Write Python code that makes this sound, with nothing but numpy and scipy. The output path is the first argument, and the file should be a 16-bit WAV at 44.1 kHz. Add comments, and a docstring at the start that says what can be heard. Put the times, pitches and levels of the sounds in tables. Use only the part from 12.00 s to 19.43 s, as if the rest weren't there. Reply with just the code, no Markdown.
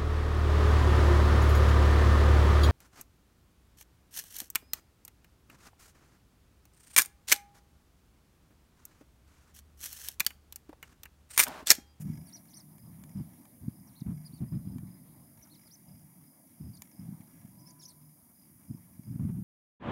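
"""Bee-eaters chirp in short arched notes and quick slides at the edge of a wood, which echoes faintly.
Crickets scrape their wings in threes. Gusts rumble and thump on the microphone, and the lens motor
ticks faintly as its steps ring the camera body. There is a brief scuff, a few dry clicks (one sharp)
and a far bird's whistle, all over a low outdoor murmur, a swelling hum and the microphone's hiss."""
import sys
import numpy as np
from scipy import signal
from scipy.fft import rfft, irfft
from scipy.io import wavfile
from scipy.ndimage import uniform_filter1d

SR = 44100
rng = np.random.default_rng(int(sys.argv[2]) if len(sys.argv) > 2 else 0)


def master_out(mix):
    """Clip the mix to full scale and print it as 16-bit PCM to the path in sys.argv[1]."""
    frames = np.transpose(np.atleast_2d(mix))
    ceiling = np.clip(frames, -1, 1)
    pcm = np.round(ceiling * 32767).astype(np.int16)
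    wavfile.write(sys.argv[1], SR, pcm)


N = 327663
T = np.arange(N) / SR


def undb(db):
    """Turn decibels into a factor to multiply by."""
    return 10 ** (np.asarray(db) / 20)


def unit(x):
    """Scale a signal to an average strength (rms) of 1."""
    return x / np.sqrt(np.mean(x ** 2))


def colour(x, points):
    """Make some frequencies louder and others softer, along a curve of (f/Hz, gain/dB) points."""
    hz, db = np.transpose(points)
    f = np.maximum(np.fft.rfftfreq(N, 1 / SR), 1)
    return irfft(rfft(x) * undb(np.interp(np.log(f), np.log(hz), db)), N)


def noise(points):
    """Noise of strength 1, shaped by (f/Hz, gain/dB) points."""
    return unit(colour(rng.standard_normal(N), points))


def drift(rate):
    """A smooth random curve of strength 1 that changes about rate times a second."""
    f = np.fft.rfftfreq(N, 1 / SR)
    return unit(irfft(rfft(rng.standard_normal(N)) / (1 + (f / rate) ** 4), N))


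def tone(hz):
    """A pure tone that follows a changing pitch."""
    return np.sin(2 * np.pi * np.cumsum(hz) / SR)


def add(out, start, sound):
    """Mix a sound into out at a start time in seconds."""
    i = max(int(start * SR), 0)
    out[i:i + len(sound)] += sound[:max(N - i, 0)]


def tree_echo(x, echo_db, fade_s):
    """Trunks and leaves scatter the sound, adding a short blurred echo."""
    t = T[:SR // 2]
    build_up = 1 - np.exp(-t / 0.042)
    tail = rng.standard_normal(len(t)) * np.exp(-np.log(1000) * t / fade_s) * build_up
    return x + undb(echo_db) * signal.fftconvolve(x, tail / np.linalg.norm(tail))[:N]


def wind_strength(rise_s=0.0044, drop_s=0.0037, wake_db=-8.5, wake_s=0.064, flutter_db=3):
    """Over a fluttering breeze, each gust rises, holds, drops and leaves a wake of weak swirls."""
    # light air between the gusts: t/s, level/dB
    breeze = [(0, -73), (.35, -61), (.7, -59.5), (1.1, -53.5), (1.45, -68), (1.9, -58), (2.7, -55),
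              (3.2, -58), (3.6, -67), (4.1, -60), (4.4, -72), (4.9, -61), (5.5, -64), (5.9, -66.5),
              (6.4, -68), (6.85, -57.5), (7.43, -57)]
    # gusts on the microphone: start/s, length/s, level/dB
    gusts = [(0, 0.23, -46.5), (0.049, 0.052, -38), (0.835, 0.17, -52.5), (1.156, 0.063, -36.5),
             (1.62, 0.073, -45), (1.803, 0.014, -51), (2.063, 0.07, -34.5), (2.41, 0.033, -33),
             (2.524, 0.052, -32.5), (2.65, 0.15, -43), (2.81, 0.1, -48), (3.886, 0.077, -53.5),
             (4.605, 0.11, -44.5), (4.992, .16, -46), (5.33, 0.3, -58.5), (6.694, 0.025, -41.5),
             (7.068, 0.099, -41), (7.196, 0.11, -33), (7.31, 0.27, -37)]
    power = undb(np.interp(T, *np.transpose(breeze)) - 1 + flutter_db * drift(16)) ** 2
    for start, length, db in gusts:
        before, after = np.maximum(start - T, 0), np.maximum(T - start - length, 0)
        fade = np.maximum(np.exp(-after / drop_s), undb(wake_db) * np.exp(-after / wake_s))
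        power += (undb(db) * np.exp(-before / rise_s) * fade) ** 2
    return uniform_filter1d(np.sqrt(power), size=200)


def wind(rumble_db=0.73, thump_db=-2, swirl_s=0.0012):
    """Swirling air rumbles on the microphone as hard as the wind blows; a big swirl thumps once."""
    # tone colour of the rumble: f/Hz, gain/dB
    spectrum = [(25, -50), (50, -20.5), (80, -8.5), (125, -3), (180, .5), (240, -9), (310, -21.5),
                (400, -35), (480, -42.5), (650, -43), (1000, -45), (2000, -54), (4000, -68), (8000, -82)]
    # big swirls hitting the microphone: t/s, level/dB
    buffets = [(0.097, -26), (1.205, -29), (1.678, -20.5), (2.016, -25.5), (2.065, -35.5), (2.332, -34.5),
               (2.412, -22.5), (2.538, -22.5), (2.669, -26.5), (2.756, -24), (2.829, -29.5), (4.605, -30),
               (4.99, -37), (5.086, -31), (5.121, -31.5), (5.2, -38), (5.34, -44), (5.446, -38.5),
               (6.706, -26.5), (6.743, -33.5), (6.991, -33), (7.108, -27), (7.155, -27.5), (7.197, -25),
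               (7.247, -20.5), (7.383, -26.5)]
    swirls = noise(spectrum)
    # even out the noise, so that the wind's strength sets how loud it is
    own_level = np.sqrt(uniform_filter1d(uniform_filter1d(swirls ** 2, size=800), size=600))
    rumble = swirls / own_level * wind_strength() * undb(rumble_db)
    u = (T[:SR // 40] - .006) / swirl_s
    pressure_dip = (u ** 2 - 1) * np.exp(-u ** 2 / 2)
    thumps = np.zeros(N)
    for start, db in buffets:
        add(thumps, start, undb(db + thump_db) * pressure_dip)
    return rumble + colour(thumps, [(30, -18), (120, 6.5), (260, -1), (420, -13.5), (1000, 10)])


def low_hum(hz=152, waver=0.0095):
    """A low hum wavers in pitch and swells now and then."""
    # swells of the hum: peak/s, half length/s, level/dB
    swells = [(0.066, 0.083, -38.5), (0.71, 0.11, -58.5), (2.169, 0.12, -44.5), (4.08, 0.22, -60.5),
              (5.752, 0.13, -61), (6.058, 0.085, -56)]
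    hum = unit(tone(hz * (1 + waver * drift(5.1))))
    return hum * sum(undb(db) * np.exp(-((T - peak) / half) ** 2) for peak, half, db in swells)


def land_murmur(gain_db=0.3, wander_db=3.0):
    """The open land murmurs; nine bands of its noise each swell and fade on their own."""
    # tone colour of the murmur: f/Hz, gain/dB
    spectrum = [(30, -104), (100, -83.5), (210, -77), (300, -78.5), (430, -99.5), (640, -91), (820, -94.5),
                (1000, -94), (1200, -100), (1500, -105), (2200, -101.5), (2500, -111), (4100, -112),
                (7000, -120)]
    # its slow rise and fall: t/s, level/dB
    levels = [(0, -63), (1.3, -59.5), (2.0, -62.5), (3.1, -60.5), (3.6, -63.5), (4.5, -65), (5.2, -61),
              (6.4, -66.5), (6.8, -63.5), (7.43, -67.5)]
    murmur = noise(spectrum)
    bins = rfft(murmur)
    half_octaves = 2 * np.log2(np.maximum(np.fft.rfftfreq(N, 1 / SR), 1) / 250)  # above 250 Hz
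    for band in range(9):
        part = irfft(bins * np.maximum(1 - np.abs(half_octaves - band), 0), N)
        murmur += part * (undb(wander_db * drift(11.4)) - 1)
    return unit(murmur) * undb(np.interp(T, *np.transpose(levels)) + gain_db)


def microphone_hiss(level_db=-62):
    """The microphone adds a steady high hiss of its own."""
    # tone colour of the hiss: f/Hz, gain/dB
    spectrum = [(3500, -44), (4400, -51), (5000, -23), (5700, -15), (6900, -11.5), (7700, -22.5),
                (8500, -8.5), (9600, -0.5), (11000, 0.5), (11900, 0.5), (12600, -2.5), (15500, -5)]
    return noise(spectrum) * undb(level_db)


def lens_motor(steps_per_s=50, firm_db=-4, idle_db=-3, whirr_db=-9):
    """The lens motor moves in tiny steps; each is a short rub that makes the camera body ring."""
    # the firmer steps: t/s, level/dB
    firm_steps = [(0.175, -54.5), (.214, -60), (.2942, -60), (.3546, -59), (.4544, -59.5), (1.0944, -58.5),
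                  (1.172, -58.5), (3.375, -59), (3.3942, -62), (3.4141, -61), (3.454, -62), (3.474, -60),
                  (3.595, -62), (3.6142, -64), (4.8743, -60), (4.915, -58.5)]
    # how busy the motor is otherwise: t/s, level/dB
    activity = [(0, -70.5), (.35, -69.5), (.7, -82.5), (1.2, -71.5), (1.6, -81.5), (2.2, -72.5),
                (3.0, -92.5), (3.6, -71.5), (4.2, -76.5), (5.4, -71), (6.2, -78), (7.43, -74.5)]
    # tones the camera body rings with: f/Hz, width/Hz, level/dB
    body_tones = [(922, 36, 8.5), (1310, 250, -2.5), (1677, 46, 6), (1992, 107, 1.5), (2186, 137, 5.5),
                  (2840, 320, -15.5), (3240, 97, -9), (5680, 280, 3), (6640, 580, -5.5)]
    push = np.exp(-((T[:SR // 100] - .005) / 0.0034) ** 2)
    firm, idle = np.zeros(N), np.zeros(N)
    for when, db in firm_steps:
        add(firm, when - .004, undb(db + firm_db) * push)
    for when in np.arange(.015, T[-1], 1 / steps_per_s):
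        add(idle, when - .004, rng.random() ** 2 * push)
    idle = unit(idle + undb(whirr_db))
    idle *= undb(np.interp(T, *np.transpose(activity)) + idle_db + 2 * drift(8.9))
    rub = np.maximum(firm, idle) * rng.standard_normal(N)
    t = T[:SR // 25]
    ring = sum(undb(db) * width * np.cos(2 * np.pi * hz * t) * np.exp(-np.pi * width * t)
               for hz, width, db in body_tones)
    return signal.fftconvolve(rub, ring / np.linalg.norm(ring))[:N]


def scuff(peak_s=.018, half_length_s=0.013, level_db=-51):
    """One brief hissing scuff: a puff of bright noise."""
    hiss = noise([(1000, -8), (2300, -8), (4000, -17), (7000, -1.5), (7800, -8), (9500, -0.5),
                  (15000, -4)])
    return hiss * undb(level_db) * np.exp(-((T - peak_s) / half_length_s) ** 2)


def crickets(pitch_hz=5040, scatter_hz=35.2, spacing_s=0.035, stroke_s=.024, sag=0.063, gain_db=-3.5):
    """Three wing strokes make a chirp; the wings scrape unevenly and the pitch sags in each stroke."""
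    # cricket chirps: middle of the first stroke/s, level/dB
    chirps = [(.139, -65.5), (.487, -67), (.797, -67), (1.113, -66.5), (1.73, -72), (2.146, -70),
              (2.486, -65.5), (2.655, -69), (2.877, -67.5), (3.205, -71), (3.585, -66), (3.887, -68),
              (4.24, -69), (4.62, -68), (4.93, -67), (5.24, -71.5), (5.595, -65), (6.022, -69.5),
              (6.358, -65), (6.683, -70), (7.05, -69.5)]
    out = np.zeros(N)
    progress = np.linspace(0, 1, int(stroke_s * SR))
    for when, db in chirps:
        hz = pitch_hz + scatter_hz * rng.standard_normal()
        stroke = np.sin(np.pi * progress) * tone(hz * (1 - sag * (progress - .5)))
        for k, uneven_db in enumerate(rng.standard_normal(3)):
            add(out, when + k * spacing_s - stroke_s / 2, undb(db + gain_db + uneven_db) * stroke)
    scrape = undb(3.8 * drift(200) - .7)
    # farther crickets blend into a faint chorus
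    chorus = noise([(4200, -49), (4700, -7.5), (4950, -7.5), (5200, -7.5), (5700, -53)])
    chorus *= undb(-83.5 + 2 * drift(6.6))
    return tree_echo(out * scrape, echo_db=-2.5, fade_s=0.24) + chorus


def bird_note(hz, octave_db, rasp, softness, flutter_db=2.5, rasp_db=2.0):
    """A gliding tone and its octave, with soft ends; rasp shakes its pitch and loudness."""
    t = T[:len(hz)]
    jitter = np.interp(t * 1600, np.arange(200), rng.standard_normal(200))
    flutter = np.interp(t * 700, np.arange(200), rng.standard_normal(200))
    shaky_hz = hz * (1 + .08 * rasp * jitter)
    swell = np.abs(np.sin(np.pi * t / t[-1]))
    strength = swell ** softness * undb((flutter_db + rasp_db * rasp) * flutter)
    return strength * (tone(shaky_hz) + undb(octave_db) * swell ** 2 * tone(2 * shaky_hz))


def bee_eaters(arch_db=-2.5, slide_db=-5, db_per_octave=12, climb_per_s=12):
    """The birds' notes arch over a top pitch, where they are loudest, or slide to an end pitch."""
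    # arched notes: top/s, rise/s, fall/s, top pitch/Hz, end pitch/Hz, level/dB, octave/dB, rasp/0-1
    arches = [ (.264, .006, .016, 5800, 3430, -59.5, 12.5, 0.24),
              (.287, 0.01, 0.022, 4700, 3120, -59.5, 9, 0.14),
              (.357, 0.034, 0.015, 5830, 3920, -44.5, -9, 0.03),
              (.362, 0.0043, 0.014, 4750, 3180, -58, 3, 0.1), (.488, .005, .022, 4430, 3000, -68, -10, 0),
              (0.504, .006, 0.04, 6140, 4900, -62.5, 3, 0.94),
              (.574, 0.015, 0.012, 6000, 5100, -49, -4, 0.4),
              (.572, 0.019, 0.036, 4670, 3180, -62, 12, .26),
              (1.879, .008, 0.021, 5730, 3400, -60, -7, 0.5),
              (1.986, .038, .018, 4250, 3180, -61, -12, 0.4),
              (2.264, 0.016, 0.019, 4930, 4100, -52, 1.5, 0), (2.352, .031, 0.029, 4660, 3700, -62, 3, 0.3),
              (3.434, 0.011, .012, 6000, 4670, -51.5, -20, .11),
              (3.524, .028, 0.036, 4250, 2860, -62, -2, 0.24),
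              (3.671, 0.011, .018, 5000, 3170, -59, 2.5, 0.3),
              (3.749, 0.02, 0.01, 6090, 4400, -50.5, -17, 0.37),
              (4.747, 0.016, .029, 4860, 3270, -60, 6, 0.1),
              (5.604, .005, .016, 5970, 4900, -62.5, -10, 0.2),
              (5.690, .018, .014, 5900, 5430, -60, -2, 0.4),
              (5.691, .012, 0.029, 5000, 4640, -60.5, 6, 0.65),
              (5.807, .015, 0.011, 5650, 2880, -54.5, 0, 0.5),
              (5.825, .008, 0.037, 6570, 6200, -57, -17, 0.6),
              (5.835, .012, 0.018, 5260, 5200, -54, 3, 0.7),
              (5.883, 0.0052, 0.016, 5990, 4700, -51, 8, 0.7), (5.889, .012, .036, 4790, 3820, -59, 8, 0.8)]
    # quick slides: start/s, length/s, start pitch/Hz, end pitch/Hz, level/dB, octave/dB
    slides = [(0.369, 0.018, 8000, 4020, -55, -4), (0.533, .029, 3010, 5930, -49.5, 0),
              (0.589, 0.03, 8400, 4450, -51.5, -4), (2.001, 0.017, 7900, 3600, -53, -6.5),
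              (2.372, 0.023, 7950, 3530, -60.5, -14), (3.541, 0.032, 7000, 3900, -57.5, -14),
              (3.703, 0.035, 3040, 6060, -51.5, -22), (4.766, 0.016, 9100, 4130, -51.5, -18),
              (5.658, 0.0303, 4900, 5430, -51, 0), (5.702, 0.013, 9100, 5700, -52.5, -20),
              (5.808, 0.037, 6400, 3170, -57, 6), (5.85, .019, 3690, 6150, -42.5, -2)]
    out = np.zeros(N)
    for top, rise, fall, top_hz, end_hz, db, octave_db, rasp in arches:
        t = T[:int((rise + fall) * SR)] - rise
        # an arch starts lower the longer it climbs, and falls ever faster to its end
        sag_before = climb_per_s * rise * np.abs(t / rise) ** 5
        sag_after = (1 - end_hz / top_hz) * np.abs(t / fall) ** 1.7
        pitch_ratio = np.maximum(1 - np.where(t < 0, sag_before, sag_after), .3)
        note = bird_note(top_hz * pitch_ratio, octave_db, rasp, softness=0.39)
        add(out, top - rise, undb(db + arch_db + db_per_octave * np.log2(pitch_ratio)) * note)
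    for start, length, start_hz, end_hz, db, octave_db in slides:
        glide = 1 - np.exp(-2.7 * np.linspace(0, 1, int(length * SR)))  # fast, then settling
        hz = start_hz + (end_hz - start_hz) * glide / glide[-1]
        add(out, start, undb(db + slide_db) * bird_note(hz, octave_db, rasp=0.24, softness=0.65))
    out = colour(out, [(3000, -1), (7000, 0), (7750, -12), (8600, -5), (9500, 0), (10500, -1),
                       (11500, -10), (14000, -20)])
    near = tree_echo(out, echo_db=-10, fade_s=.025)  # near branches roughen each note
    return tree_echo(near, echo_db=-21, fade_s=.25)  # the far wood barely answers


def dry_clicks(low_cut_hz=850):
    """Each click is a crack of noise and a very short ring, from something too small to make bass."""
    # clicks: t/s, level/dB, brightness/dB
    clicks = [(0.7825, -49.5, -22), (1.0379, -47.5, -10.5), (1.4541, -47.5, -23), (2.7837, -40.5, -33),
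              (4.8207, -43.5, 1.5), (5.208, -48.5, -28)]
    # tones a click rings with: f/Hz, level/dB, time to fade by 60 dB/s
    ring_tones = [(1020, 0, 0.007), (1770, -17, 0.057), (2340, -9.5, 0.031), (3090, -8, 0.0095),
                  (4800, -27, .008), (5530, -14, 0.014), (6350, -8, 0.014), (6980, 2.5, 0.015),
                  (6800, -21, .009), (9200, -3.5, 0.014), (11340, 1.5, 0.011), (12100, -5, .009),
                  (12900, 2, 0.01), (14400, -8, .003)]
    out, t = np.zeros(N), T[:SR // 20]
    for start, level_db, bright_db in clicks:
        ring = sum(undb(db + bright_db * hz / 10000 - 60 * t / fade_s) * np.sin(2 * np.pi * hz * t)
                   for hz, db, fade_s in ring_tones)
        crack = undb(2.5 + bright_db / 2) * rng.standard_normal(len(t)) * np.exp(-t / 0.002)
        add(out, start, undb(level_db) * (ring + crack))
    out = signal.sosfilt(signal.butter(4, low_cut_hz, "high", fs=SR, output="sos"), out)
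    return tree_echo(out, echo_db=-21, fade_s=0.11)


def far_whistle(start_s=5.52, length_s=0.48, top_hz=1004, rise_hz=36, rise_s=.19, level_db=-72.5):
    """A far bird whistles one note that rises a little and levels off."""
    age = np.clip(T - start_s, 0, length_s)
    hz = top_hz - rise_hz * np.exp(-age / rise_s)
    whistle = unit(tone(hz * (1 + 0.0025 * drift(15))))
    swell = np.sqrt(np.abs(np.sin(np.pi * age / length_s)))
    return whistle * swell * undb(level_db + 2 * drift(14))


def scene():
    """All the sounds add up at one microphone."""
    foreground = bee_eaters() + crickets() + wind() + dry_clicks() + scuff() + lens_motor()
    background = far_whistle() + low_hum() + land_murmur() + microphone_hiss()
    return (foreground + background)[None]


def record(dry):
    """The recorder cuts off the highest treble, above 15750 Hz."""
    return signal.sosfilt(signal.ellip(10, .2, 60, 15750, fs=SR, output="sos"), dry)


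dry = scene()
out = record(dry)
master_out(out)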